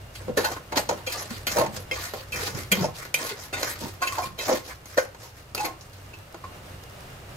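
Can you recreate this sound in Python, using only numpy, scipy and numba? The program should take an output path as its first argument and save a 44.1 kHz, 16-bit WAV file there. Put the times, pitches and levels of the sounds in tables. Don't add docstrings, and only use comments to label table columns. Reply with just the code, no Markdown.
import sys
import numpy as np
from scipy import signal
from scipy.fft import rfft, irfft, next_fast_len
from scipy.io import wavfile
from scipy.ndimage import uniform_filter1d
from numba import njit

SR = 44100
rng = np.random.default_rng(int(sys.argv[2]) if len(sys.argv) > 2 else 0)


def field_ratio(decibels):
    return 10 ** (np.asarray(decibels, dtype=float) / 20)


def log_audio(samples):
    frames = np.atleast_2d(samples).T
    limited = np.clip(frames, -1, 1)
    pcm = np.round(limited * 32767).astype(np.int16)
    wavfile.write(sys.argv[1], SR, pcm)


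N = 324925
HOP = 32


def full(slow):
    return np.repeat(slow, HOP, axis=-1)[..., :N]


def walk(rate, count=1):
    hold, size = int(SR / rate / HOP), N // HOP + 1
    steps = np.repeat(rng.standard_normal((count, size // hold + 1)), hold, axis=1)
    return 1.666 * uniform_filter1d(steps, hold // 2, axis=1)[:, :size]


def strokes(rows, column, rise, sag, fall, build_db=0):
    t, table = np.arange(N // HOP + 1) * HOP / SR, np.transpose(rows)[:, :, None]
    since, length = t - table[0], table[1]
    level_db = table[column] - build_db * np.exp(-np.maximum(since, 0) / .05)
    level_db = level_db + np.minimum(rise * since, 0) - sag * np.clip(since, 0, length)
    return field_ratio(level_db - fall * np.maximum(since - length, 0))


def on_axis(table, size):
    hz, value = np.transpose(table)
    return np.interp(np.log(np.fft.rfftfreq(size, 1 / SR) + 1), np.log(hz + 1), value)


# (f/Hz, likeness 0-1)
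LIKENESS = [(60, 0.99), (130, 1), (290, 0.81), (640, 0.37), (1400, 0), (4000, 0), (7000, 0.23),
            (15000, 0.88)]


def colour(pair, spectrum):
    size = next_fast_len(N)
    like = np.clip(on_axis(LIKENESS, size), 0, 1)
    shape = field_ratio(on_axis(spectrum, size))
    mid, side = rfft(pair, size) * shape * np.sqrt([1 + like, 1 - like])
    gain = np.sqrt(2 * np.mean(shape ** 2))
    return irfft(np.array([mid + side, mid - side]), size)[:, :N] / gain


def grit(scatter_db, share, count=1):
    sizes = np.minimum(rng.exponential(size=(count, N)), 2.5)
    ticks = (rng.random((count, N)) < share) * field_ratio(scatter_db * sizes)
    force = rng.standard_normal((count, N)) * (0.45 + ticks)
    return force / np.sqrt(np.mean(force ** 2))


def favour(modes, aim_hz, focus_db, octaves):
    hz, width, db = np.transpose(modes)[:, :, None]
    nearness = np.exp(-(np.log2(hz / aim_hz) / octaves) ** 2)
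    weight = field_ratio(db + focus_db * nearness) * np.sqrt(width)
    return weight / np.sqrt(np.sum(weight ** 2, axis=0))


@njit
def ring(force, pole, turn):
    out = np.zeros((2, force.shape[1]))
    for m in range(len(pole)):
        z, norm = 0j, np.sqrt(2 * (1 - abs(pole[m]) ** 2))
        for i in range(force.shape[1]):
            z = z * pole[m] + force[m, i] * norm
            out[0, i] += z.imag
            out[1, i] += (z * turn[m]).imag
    return out


# (f/Hz, lead/radians)
PORT_PHASE = [(0, 0), (200, -.6), (500, -.9), (840, -.6), (905, -1.2), (1070, .4), (1310, .8), (1460, 2.2),
              (1840, -.3), (2100, 1.6), (2390, -1.1), (2620, 1.3), (3200, -.9), (3950, 1.2), (4440, 2.6),
              (4800, .4), (6130, 1.8), (6710, -.4)]


def body(modes, force, scrape, spot_hz, blows, aim_hz, focus_db, octaves, wander_db, damping, cut_hz, tick=0):
    hz, width, _ = np.transpose(modes)
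    share = favour(modes, spot_hz, focus_db, octaves) * field_ratio(wander_db * walk(20, count=len(hz)))
    drive = full(share) * (scrape * force)
    beat = np.exp(-2j * np.pi * hz[:, None] * np.arange(SR // 10) / SR)
    for (at, push, first), aim in zip(blows, aim_hz):
        blow = push * force[0, at:at + len(push)]
        blow[0] += tick * first
        reach = np.minimum(np.linalg.norm(blow) / np.abs(beat @ blow), 4)[:, None]
        reach = reach ** np.exp(-(width[:, None] / 120) ** 2)
        drive[:, at:at + len(push)] += favour(modes, aim, focus_db, octaves) * reach * blow
    pole = np.exp((2j * hz - damping * width) * np.pi / SR)
    sign = (-1.) ** np.arange(len(hz))[:, None]
    turn = np.exp(-1j * np.interp(hz, *np.transpose(PORT_PHASE)))
    rung = ring(drive * sign + 1e-18, pole, turn)
    return signal.sosfilt(signal.butter(3, cut_hz, "high", fs=SR, output="sos"), rung)


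# (f/Hz, level/dB per Hz)
GRIT_COLOUR = [(530, -19.5), (900, -22), (1080, -8), (1670, -8), (1990, -8.5), (2790, -13), (5320, -9),
               (9200, -18.5), (12200, -15.5), (15700, -25), (16500, -41)]
# (t/s, level/dB above the hiss)
SPITS = [
    (6.1877, 4),
    (6.3254, -1),
    (6.8372, 5),
    (7.0064, 3),
]


def simmer():
    per_s, usual_db, fade_ms = 70, -11, 2.5
    sizes = np.minimum(rng.exponential(size=N), 2)
    pops = (rng.random(N) < per_s / SR) * field_ratio(usual_db + 3.5 * sizes)
    for s, db in SPITS:
        pops[int(s * SR)] = field_ratio(db)
    fade = signal.lfilter([1], [1, -np.exp(-1000 / SR / fade_ms)], pops)
    fizz = colour(rng.standard_normal((2, N)), GRIT_COLOUR) * fade
    return signal.sosfilt(signal.butter(1, 2500, "high", fs=SR, output="sos"), fizz)


# (f/Hz, level/dB per Hz)
HISS = [(76, -12), (130, 0), (254, -8.5), (594, -5), (986, -10.5), (1280, -9), (1570, -11.5), (2830, -16),
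        (11700, -29), (15200, -29), (16500, -48)]
# (t/s, level/dB)
HISS_LEVEL = [
    (0, -48),
    (.45, -46.5),
    (2.5, -46),
    (3.0, -47),
    (5.3, -51),
    (6.3, -47.5),
    (6.5, -45),
    (7.37, -44.5),
]


def burner():
    hiss_db = np.interp(np.arange(N) / SR, *np.transpose(HISS_LEVEL))
    flicker = full(field_ratio(0.5 * walk(17)))
    hiss = colour(rng.standard_normal((2, N)), HISS) * field_ratio(hiss_db) * flicker
    whistle = body([(2810, 30, 0)], rng.standard_normal((1, N)), field_ratio(hiss_db - 19), 2820, [], [],
                   focus_db=0, octaves=1, wander_db=1, damping=.6, cut_hz=2100)
    return hiss + whistle + field_ratio(hiss_db) * simmer()


# (f/Hz, level/dB per Hz)
RUMBLE = [(12, -50), (20, -2), (43, -8.5), (65, 5.5), (80, -11), (92, 11), (108, 1), (124, 0.5), (140, -4),
          (170, -37), (220, -49), (370, -120)]
# (t/s, length/s, level/dB)
SHAKES = [
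    (.08, 0.44, -44),
    (.8, .1, -45.5),
    (1.4, 0.57, -42.5),
    (2.25, 0.19, -44.5),
    (2.6, 0.072, -40),
    (2.85, 0.06, -47),
    (3.55, 0.44, -46.5),
    (4.2, 0.061, -44),
    (6.45, 0.32, -47),
    (6.9, 0.41, -47.5),
]


def extractor():
    drone_db, slope = -49, 120
    shake = np.hypot(field_ratio(drone_db), strokes(SHAKES, 2, slope, 0, slope).sum(0))
    return colour(rng.standard_normal((2, N)), RUMBLE) * full(shake)


def kitchen():
    return burner() + extractor()


# (t/s, f/Hz, level/dB)
GROAN = [
    (2.71, 191.9, -46),
    (2.728, 187, -21),
    (2.766, 192.4, -45),
    (2.784, 212, -25),
    (2.8, 194, -37),
    (2.822, 174.5, -21),
    (2.838, 169, -33),
    (2.866, 142, -35),
    (2.9, 143, -43),
]


def groan():
    s, hz, db = np.transpose(GROAN)
    t = np.arange(N) / SR
    pitch = np.interp(t, s, hz) * (1 + 0.0447 * full(walk(60)[0]))
    phase = 2 * np.pi * np.cumsum(pitch) / SR
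    fade = np.clip(np.minimum(t - s[0], s[-1] - t) / 0.0073, 0, 1)
    return np.sqrt(2) * field_ratio(np.interp(t, s, db)) * fade * (np.sin(phase) + 0.23 * np.sin(2 * phase))


# (f/Hz, width/Hz, level/dB)
STAND = [(131, 42, 6.5), (212, 45, 5), (190, 160, -6)]
# (t/s, length/s, level/dB)
ROCKS = [(.28, 0.043, -38), (.77, 0.021, -39.5), (.9, 0.082, -45.5), (1.305, 0.023, -40.5),
         (1.48, 0.062, -43), (1.58, 0.059, -32), (1.7, 0.037, -39), (2.36, 0.17, -46), (2.53, 0.05, -36),
         (2.8, 0.031, -33), (3.16, 0.045, -46.5), (3.82, 0.025, -36.5), (4.23, 0.097, -46),
         (4.5, 0.034, -48), (5.56, 0.11, -48.5)]


def stand_boom(slip):
    rock = strokes(ROCKS, 2, 380, 12, 380).sum(0)
    return body(STAND, grit(scatter_db=8.0, share=0.024), full(rock * slip), 190, [], [],
                focus_db=5, octaves=1, wander_db=-1.5, damping=1.17, cut_hz=106)


# (t/s, level/dB, f/Hz of the spot, swell/ms)
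BUMPS = [(0.283, -27, 505, 3.7), (0.2953, -25, 495, 5.9), (0.3791, -23.5, 297, 2.3),
         (0.3831, -16.5, 510, 4.6), (0.452, -31, 894, 14.4), (0.441, -24, 835, 3.9), (0.445, -26, 493, 4.7),
         (0.7693, -23, 295, 3.8), (0.7713, -23.5, 586, 6.7), (0.7772, -21, 839, 4.9),
         (0.891, -25, 896, 3.2), (0.893, -24, 532, 6.4), (1.5615, -20, 597, 14.0), (1.5794, -22, 906, 19.8),
         (1.5824, -16, 904, 5.9), (1.6074, -26.5, 1055, 7.5), (1.6223, -20, 603, 5.2),
         (1.6323, -28, 835, 4.1), (1.6602, -26, 900, 5.2), (1.9137, -29.5, 520, 8.7),
         (2.7218, -26, 509, 8.1), (2.8006, -27.5, 376, 5.9), (2.8415, -22, 877, 5.1),
         (2.8425, -17.5, 590, 4.1), (3.2157, -30, 1070, 5.1), (3.6308, -30, 1080, 4.2),
         (4.0199, -27, 722, 6.4), (4.0199, -23.5, 1082, 13.4), (4.1236, -29, 1125, 6),
         (4.181, -23, 862, 5.4), (4.1865, -27.5, 1055, 9), (4.2194, -27.5, 1065, 4.6),
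         (4.4868, -24, 827, 10.6), (4.4948, -17.5, 574, 3.3), (4.5137, -21, 520, 9.9),
         (4.5157, -23, 836, 2.6), (4.5367, -26, 274, 4.4), (4.9817, -11.5, 573, 3.2),
         (4.9857, -22, 1103, 2.8), (5.5983, -23, 850, 14.3), (0.293, -29.5, 257, 6.7),
         (5.6322, -30, 849, 7.2), (5.65, -36, 1072, 22),
         (1.073, -27, 517, 6), (1.22, -32.5, 687, 4.2), (1.308, -28, 217, 5.1), (2.427, -30, 442, 4.8),
         (2.548, -36.5, 260, 4.9), (3.312, -32, 410, 7), (3.838, -30, 272, 3), (3.855, -32, 910, 3),
         (4.973, -19.5, 576, 3.8), (4.989, -16.5, 524, 3.7), (5.64, -31, 315, 11), (5.7, -40, 323, 12),
         (6.345, -40, 654, 4.7), (6.345, -41, 328, 7.4)]
# (t/s, level/dB, f/Hz, swell/ms)
CLINKS = [(0.3771, -26.5, 1734, 7.4), (0.3801, -29, 4530, 7.4), (0.449, -28, 1530, 4.9),
          (0.452, -31, 4274, 4.0), (0.7742, -32.2, 6130, 4.3), (0.7742, -30.8, 5307, 5.1),
          (0.891, -32, 6761, 3.8), (1.4697, -28.5, 2100, 8.7), (1.4707, -25, 3170, 4),
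          (1.5694, -27, 5800, 2.1), (1.5864, -31, 1445, 7.6), (1.9127, -28, 3180, 4.9),
          (1.9127, -23, 2120, 6.1), (1.9147, -28.5, 2637, 5.7), (2.3237, -30.5, 2607, 12.6),
          (2.7198, -18.6, 3206, 5.5), (2.7218, -21, 6750, 2.6), (2.7258, -22.6, 2110, 8.5),
          (3.1429, -30, 2074, 9.1), (3.1439, -23.5, 3090, 3.2), (3.1439, -15.5, 2423, 3.7),
          (3.629, -32, 5160, 3.5), (3.6288, -28, 4100, 3), (3.6727, -29.5, 1550, 5.3),
          (4.0219, -27, 1474, 8.4), (4.0229, -33, 2110, 7.2), (4.0269, -28, 2635, 5.2),
          (4.073, -26, 2620, 9), (4.0747, -37.5, 3080, 10), (4.0747, -35, 2120, 9.7),
          (4.228, -34.5, 2390, 8.1), (4.1875, -31.5, 1330, 5.6), (4.5108, -34, 1830, 4.7),
          (4.976, -22.5, 1810, 4.1), (4.9867, -17, 1520, 1.9), (5.5494, -33, 1310, 3),
          (5.5494, -37, 4340, 3.1), (5.5813, -32, 2640, 6.7), (5.6452, -33, 2100, 11.4),
          (5.65, -44, 2650, 7.2),
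          (1.068, -33.5, 2620, 6.6), (1.071, -30.5, 3210, 7.8), (1.068, -33.5, 4230, 7.4),
         (1.069, -37, 5150, 5), (1.148, -34, 1196, 7.5), (1.98, -34, 1164, 6), (2.3247, -31.5, 2390, 16),
         (2.3247, -35, 3140, 8), (3.53, -33, 2640, 14), (3.535, -34, 3640, 11), (3.535, -35, 4520, 8),
         (3.536, -34, 2110, 8.5), (3.537, -31, 1464, 7.9), (4.19, -23, 722, 6.9), (1.912, -32, 5140, 4),
         (4.398, -31, 2100, 6.2), (4.387, -35, 3950, 17), (4.388, -35, 3190, 7.8), (4.402, -33, 2590, 9.4),
         (6.134, -42, 2620, 10), (3.144, -29, 6150, 4)]


def knocks():
    out, t = np.zeros((2, N + SR)), np.arange(SR // 5) / SR
    waver = 0.39 * full(walk(120)[0])
    for rows, onset in ((BUMPS, 0.905), (CLINKS, 0.398)):
        for s, db, hz, swell_ms in rows:
            u = t * 1000 / max(swell_ms, 1) * (1 + onset) / 2
            at = int((s - onset * swell_ms / 4000) * SR)
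            lead = np.interp(hz, *np.transpose(PORT_PHASE)) + 0.8 * waver[-at]
            phase = 2 * np.pi * hz * t + waver[at:at + len(t)] - np.array([[0], [lead]])
            swell = (u / onset) ** onset * np.exp(onset - u)
            out[:, at:at + len(t)] += field_ratio(db) * swell * np.sin(phase)
    return out[:, :N]


# (t/s, length/s, grit level/dB, wall level/dB, wall f/Hz)
DRAGS = [
    (1.068, 0.16, -37, -34, 670),
    (1.919, 0.15, -35, -37, 680),
    (2.326, 0.16, -33, -31.5, 541),
    (3.165, 0.13, -33, -39, 643),
    (3.537, 0.18, -33.5, -37.5, 616),
    (4.009, 0.25, -40.5, -37, 1070),
    (4.383, 0.18, -34, -39.5, 630),
    (5.564, 0.09, -35.5, -37.5, 330),
]
# (t/s, length/s, grit level/dB, wall level/dB, wall f/Hz)
SKIDS = [
    (0.37, 0.17, -42, -36, 572),
    (0.76, 0.041, -35.5, -37.5, 635),
    (0.891, 0.097, -48.5, -43, 690),
    (1.473, 0.14, -33.5, -35, 571),
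    (2.716, 0.12, -38.5, -33.5, 478),
    (4.969, 0.08, -48, -38, 535),
]
# (t/s, length/s, grit level/dB, wall level/dB, wall f/Hz)
SWIPES = [(0.149, 0.074, -51.5, -51, 490), (1.311, 0.062, -43, -46, 354), (1.747, 0.027, -41, -42, 483),
          (2.162, 0.047, -44.5, -44, 557), (2.571, 0.038, -39, -42.5, 355), (2.965, 0.057, -42, -45.5, 600),
          (3.395, 0.054, -43.5, -44, 960), (3.81, 0.079, -40, -42.5, 335), (4.672, 0.026, -42, -42, 576),
          (4.868, 0.074, -48.5, -56, 595), (5.207, 0.049, -47.5, -49, 646), (5.375, 0.02, -51, -53.5, 590),
          (5.817, .04, -58, -54, 560), (5.944, .08, -56, -56, 540)]
# (t/s, length/s, wall level/dB, wall f/Hz)
TUMBLES = [(0.287, 0.012, -33, 513), (0.38, 0.016, -22.5, 488), (0.436, 0.019, -37, 530),
           (0.726, .025, -28, 750), (0.768, 0.015, -26.5, 623), (0.899, 0.015, -28.5, 630),
           (1.559, 0.081, -21, 615), (1.652, 0.049, -31.5, 724), (2.145, 0.028, -31.5, 542),
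           (2.528, 0.035, -41.5, 275), (2.832, 0.033, -25, 604), (3.212, 0.023, -35, 720),
           (3.307, 0.067, -41.5, 420), (3.812, 0.046, -34.5, 275), (4.01, 0.028, -41, 1076),
           (4.174, 0.05, -28.5, 850), (4.481, 0.066, -20, 564), (4.976, 0.0068, -39.5, 610),
           (5.585, 0.06, -28, 854), (5.65, 0.044, -35, 745)]


def stirring():
    drag, swipe = (2300, 5, 288), (600, 12, 215)  # rise, sag, fall in dB per s
    forth = strokes(DRAGS, 2, *drag, build_db=12).sum(0) + strokes(SKIDS, 2, *drag).sum(0)
    back = strokes(SWIPES, 2, *swipe).sum(0)
    chatter = strokes([(s, .045, -45.5) for s, *_ in DRAGS], 2, *drag).sum(0)
    loose = field_ratio(-3) * strokes(TUMBLES, 2, 1400, 73, 333)
    rub = np.vstack([strokes(DRAGS + SKIDS, 3, *drag), strokes(SWIPES, 3, *swipe), loose])
    pitches = np.array([row[-1] for row in DRAGS + SKIDS + SWIPES + TUMBLES])
    return forth, back, chatter, rub.sum(0), pitches[rub.argmax(0)]


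# (t/s, blade level/dB, wall level/dB, wall f/Hz, blade f/Hz)
TAPS = [(1.5617, -30, -23, 586, 1460), (1.57, -24, -26, 610, 1430), (1.5869, -20.5, 1, 895, 4620),
        (1.6641, -25.5, -18, 884, 1820), (1.307, -27, -25, 1000, 1720), (2.549, -26, -30, 1150, 1430),
        (3.631, -15, -16.5, 480, 1670), (4.123, -23, -25, 1070, 2100), (4.858, -32.5, -33, 332, 6430),
        (5.148, -37, -27.5, 950, 1730), (5.549, -19, -19, 634, 5000), (5.579, -25, -17, 830, 2600),
        (5.811, -37, -36, 275, 5300), (5.9324, -38.5, -42, 396, 5070),]
# (t/s, blade level/dB, wall level/dB, wall f/Hz, blade f/Hz)
STRIKES = [
    (0.891, -17, -5.5, 892, 1300),
    (1.4694, -15.5, -26, 515, 2900),
    (1.913, -24, -23, 503, 2350),
    (2.138, -26, -20, 485, 2020),
    (2.3224, -24.5, -48, 520, 2500),
    (3.052, -29.5, -31, 607, 1430),
    (3.1423, -11, -19, 513, 2480),
    (4.184, -24, -14, 860, 1430),
    (4.39, -26, -35, 513, 3560),
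    (6.345, -35, -23, 650, 1660),
]
# (t/s, blade level/dB, wall level/dB, wall f/Hz, blade f/Hz)
NUDGES = [
    (0.153, -33.5, -48, 633, 2960),
    (0.407, -28, -41, 453, 1840),
    (0.5647, -38, -22.5, 1070, 1460),
    (0.7229, -25, -10, 883, 1630),
    (0.7712, -13.5, -19, 580, 1700),
    (2.7181, -10, -24, 510, 2830),
    (4.229, -39, -24, 1070, 2380),
    (4.513, -35, -8.5, 484, 1840),
    (5.5975, -31, -35, 860, 1440),
    (5.649, -25, -38, 330, 2390),
]
# (t/s, blade level/dB, wall level/dB, wall f/Hz, blade f/Hz)
SHOVES = [(0.281, -46, -20, 500, 1480), (0.374, -15, -8, 537, 1700), (0.4462, -16, -20, 477, 1640),
          (0.5162, -29, -24, 1180, 1460), (1.066, -25, -52, 510, 2620), (1.123, -24.5, -30, 425, 4930),
          (2.47, -28, -27, 1150, 1700), (2.843, -33.5, -25, 860, 2620), (3.529, -27.5, -20.5, 556, 2670),
          (4.021, -18, -21, 1070, 1280), (4.073, -21, -50, 1080, 2730), (4.4906, -23.5, -19, 570, 1750),
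          (4.977, -15, -13.5, 600, 1680), (6.137, -39, -31.5, 378, 2620), (6.44, -37, -25, 1070, 2400)]


def blow_columns():
    _, blade_db, wall_db, wall_hz, blade_hz = np.transpose(TAPS + STRIKES + NUDGES + SHOVES)
    return blade_db, wall_db, wall_hz, blade_hz


def pushes(stretch, peak_db):
    t_ms = np.arange(int(.1 * SR)) * 1000 / SR
    kinds = [(TAPS, 3.75, True), (STRIKES, 6.7, True), (NUDGES, 6.7, False), (SHOVES, 8.7, False)]
    blows = [(row[0], ms, hard) for rows, ms, hard in kinds for row in rows]
    out = []
    for (s, contact_ms, hard), db in zip(blows, peak_db):
        u = t_ms / max(contact_ms * stretch, .2)
        shape = np.exp(-u / 2) if hard else u * np.exp(1 - u)
        lead_s = 1e-3 if hard else 0.00041 * contact_ms
        out.append((int((s - lead_s) * SR), shape * field_ratio(db), hard * field_ratio(db)))
    return out


# (f/Hz, width/Hz, level/dB)
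WALL = [(275, 69, -3), (355, 155, -2), (420, 105, -5), (513, 69.5, 4), (537, 69, -1.5), (600.6, 134, -5),
        (708.5, 83, -2), (745, 123, 2), (876.3, 107, 2.5), (906, 71, 5), (1028, 55, -0.5),
        (1070, 16.3, 2.5), (1150, 41, -5.5), (1340, 72, -8.5)]


def wall_knock(rub, spot_hz, slip):
    _, wall_db, wall_hz, _ = blow_columns()
    return body(WALL, grit(scatter_db=3.0, share=.06), full(rub * slip), spot_hz,
                pushes(stretch=0.66, peak_db=wall_db - 9.0), wall_hz,
                focus_db=12, octaves=.11, wander_db=1.8, damping=1.2, cut_hz=220, tick=11)


# (f/Hz, width/Hz, level/dB)
BLADE = [(1460, 42, 1), (1700, 13, -13), (1840, 61, -12.5), (2100, 51, -1), (2125, 44, -8), (2390, 45, -4),
         (2620, 36, -3.5), (2900, 12, -9), (3060, 11, -12), (3178, 63, -8), (3620, 22, -9.5),
         (3900, 27, -6), (4275, 107, -2.5), (4740, 21, -4.5), (4520, 32, -5.5), (5150, 48, -9.5),
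         (6144, 95, -3.5), (5630, 35, -18), (6430, 19, -5.5), (6720, 79, -9), (7240, 230, -10.5)]


def blade_ring(forth, back, chatter, slip):
    blade_db, _, _, blade_hz = blow_columns()
    sing = field_ratio(-3.5) * forth + field_ratio(-7) * back
    spot_hz = np.where(chatter > sing, 2500, 1810)
    return body(BLADE, grit(scatter_db=4.0, share=0.18), full((sing + chatter) * slip), spot_hz,
                pushes(stretch=0.78, peak_db=blade_db - 10.0), blade_hz,
                focus_db=12, octaves=.24, wander_db=1.6, damping=1.2, cut_hz=1200, tick=10)


def patchy(pair, patchy_db, rate, count):
    size = next_fast_len(N)
    bins, edges = rfft(pair, size), np.linspace(0, size // 2 + 1, count + 1).astype(int)
    out = 0
    for lo, hi, gain in zip(edges, edges[1:], field_ratio(patchy_db * walk(rate, count=count))):
        band = np.zeros_like(bins)
        band[:, lo:hi] = bins[:, lo:hi]
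        out = out + irfft(band, size)[:, :N] * full(gain)
    return out


def scrape_hiss(scrape, slip):
    blade_db, _, _, blade_hz = blow_columns()
    grains = grit(scatter_db=1.0, share=0.12, count=2)
    crack = full(scrape * slip)
    snap_db = 2 * np.clip(np.log2(blade_hz / 1900), -.4, .4)
    for at, push, first in pushes(stretch=0.98, peak_db=blade_db - 18.0 + snap_db):
        crack[at:at + len(push)] += push
        crack[at:at + SR // 700] += 0.3 * first
    spark = np.zeros(N)
    spark_db = 2 * blade_db + 0.5 + 16 * np.log2(blade_hz / 2500)
    for at, push, _ in pushes(stretch=0.83, peak_db=spark_db):
        spark[at:at + len(push)] += push
    band = signal.butter(2, [8500, 1.75 * 8500], "band", fs=SR, output="sos")
    spark = signal.sosfilt(band, grains * spark)
    return spark + colour(patchy(grains, patchy_db=2.0, rate=30, count=9) * crack, GRIT_COLOUR)


def spatula():
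    forth, back, chatter, rub, spot_hz = stirring()
    slip = field_ratio(1.34 * walk(150)[0])
    pot = groan() + stand_boom(slip) + knocks() + wall_knock(rub, spot_hz, slip)
    return pot + blade_ring(forth, back, chatter, slip) + scrape_hiss(forth + back, slip)


def scene():
    room_t60_s, room_db = .28, -15
    pot = spatula()
    t = np.arange(int(.4 * SR)) / SR
    tiles = rng.standard_normal((2, len(t))) * field_ratio(-60 * t / room_t60_s) * (t > .004)
    tiles = signal.lfilter([1], [1, -.5], tiles)
    tiles = tiles / np.sqrt(np.sum(tiles ** 2) / 2)
    echo = signal.fftconvolve(pot, tiles, axes=1)[:, :N]
    return pot + field_ratio(room_db) * echo + kitchen()


def top_cut(x):
    return signal.sosfilt(signal.butter(12, 16600, fs=SR, output="sos"), x)


# (f/Hz, left minus right level/dB)
BALANCE = [(60, 0.5), (130, -2), (250, -0.5), (500, 1), (1000, -1), (2000, -0.4), (4000, -1.2), (8000, 0.5),
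           (15000, 4.5)]


def record(dry):
    size = next_fast_len(N)
    lean = on_axis(BALANCE, size) / 2
    ports = irfft(rfft(dry, size) * field_ratio(np.array([lean, -lean])), size)[:, :N]
    ports = signal.sosfilt(signal.ellip(8, .3, 40, 15750, fs=SR, output="sos"), ports)
    return top_cut(ports)


dry = scene()
out = record(dry)
log_audio(out)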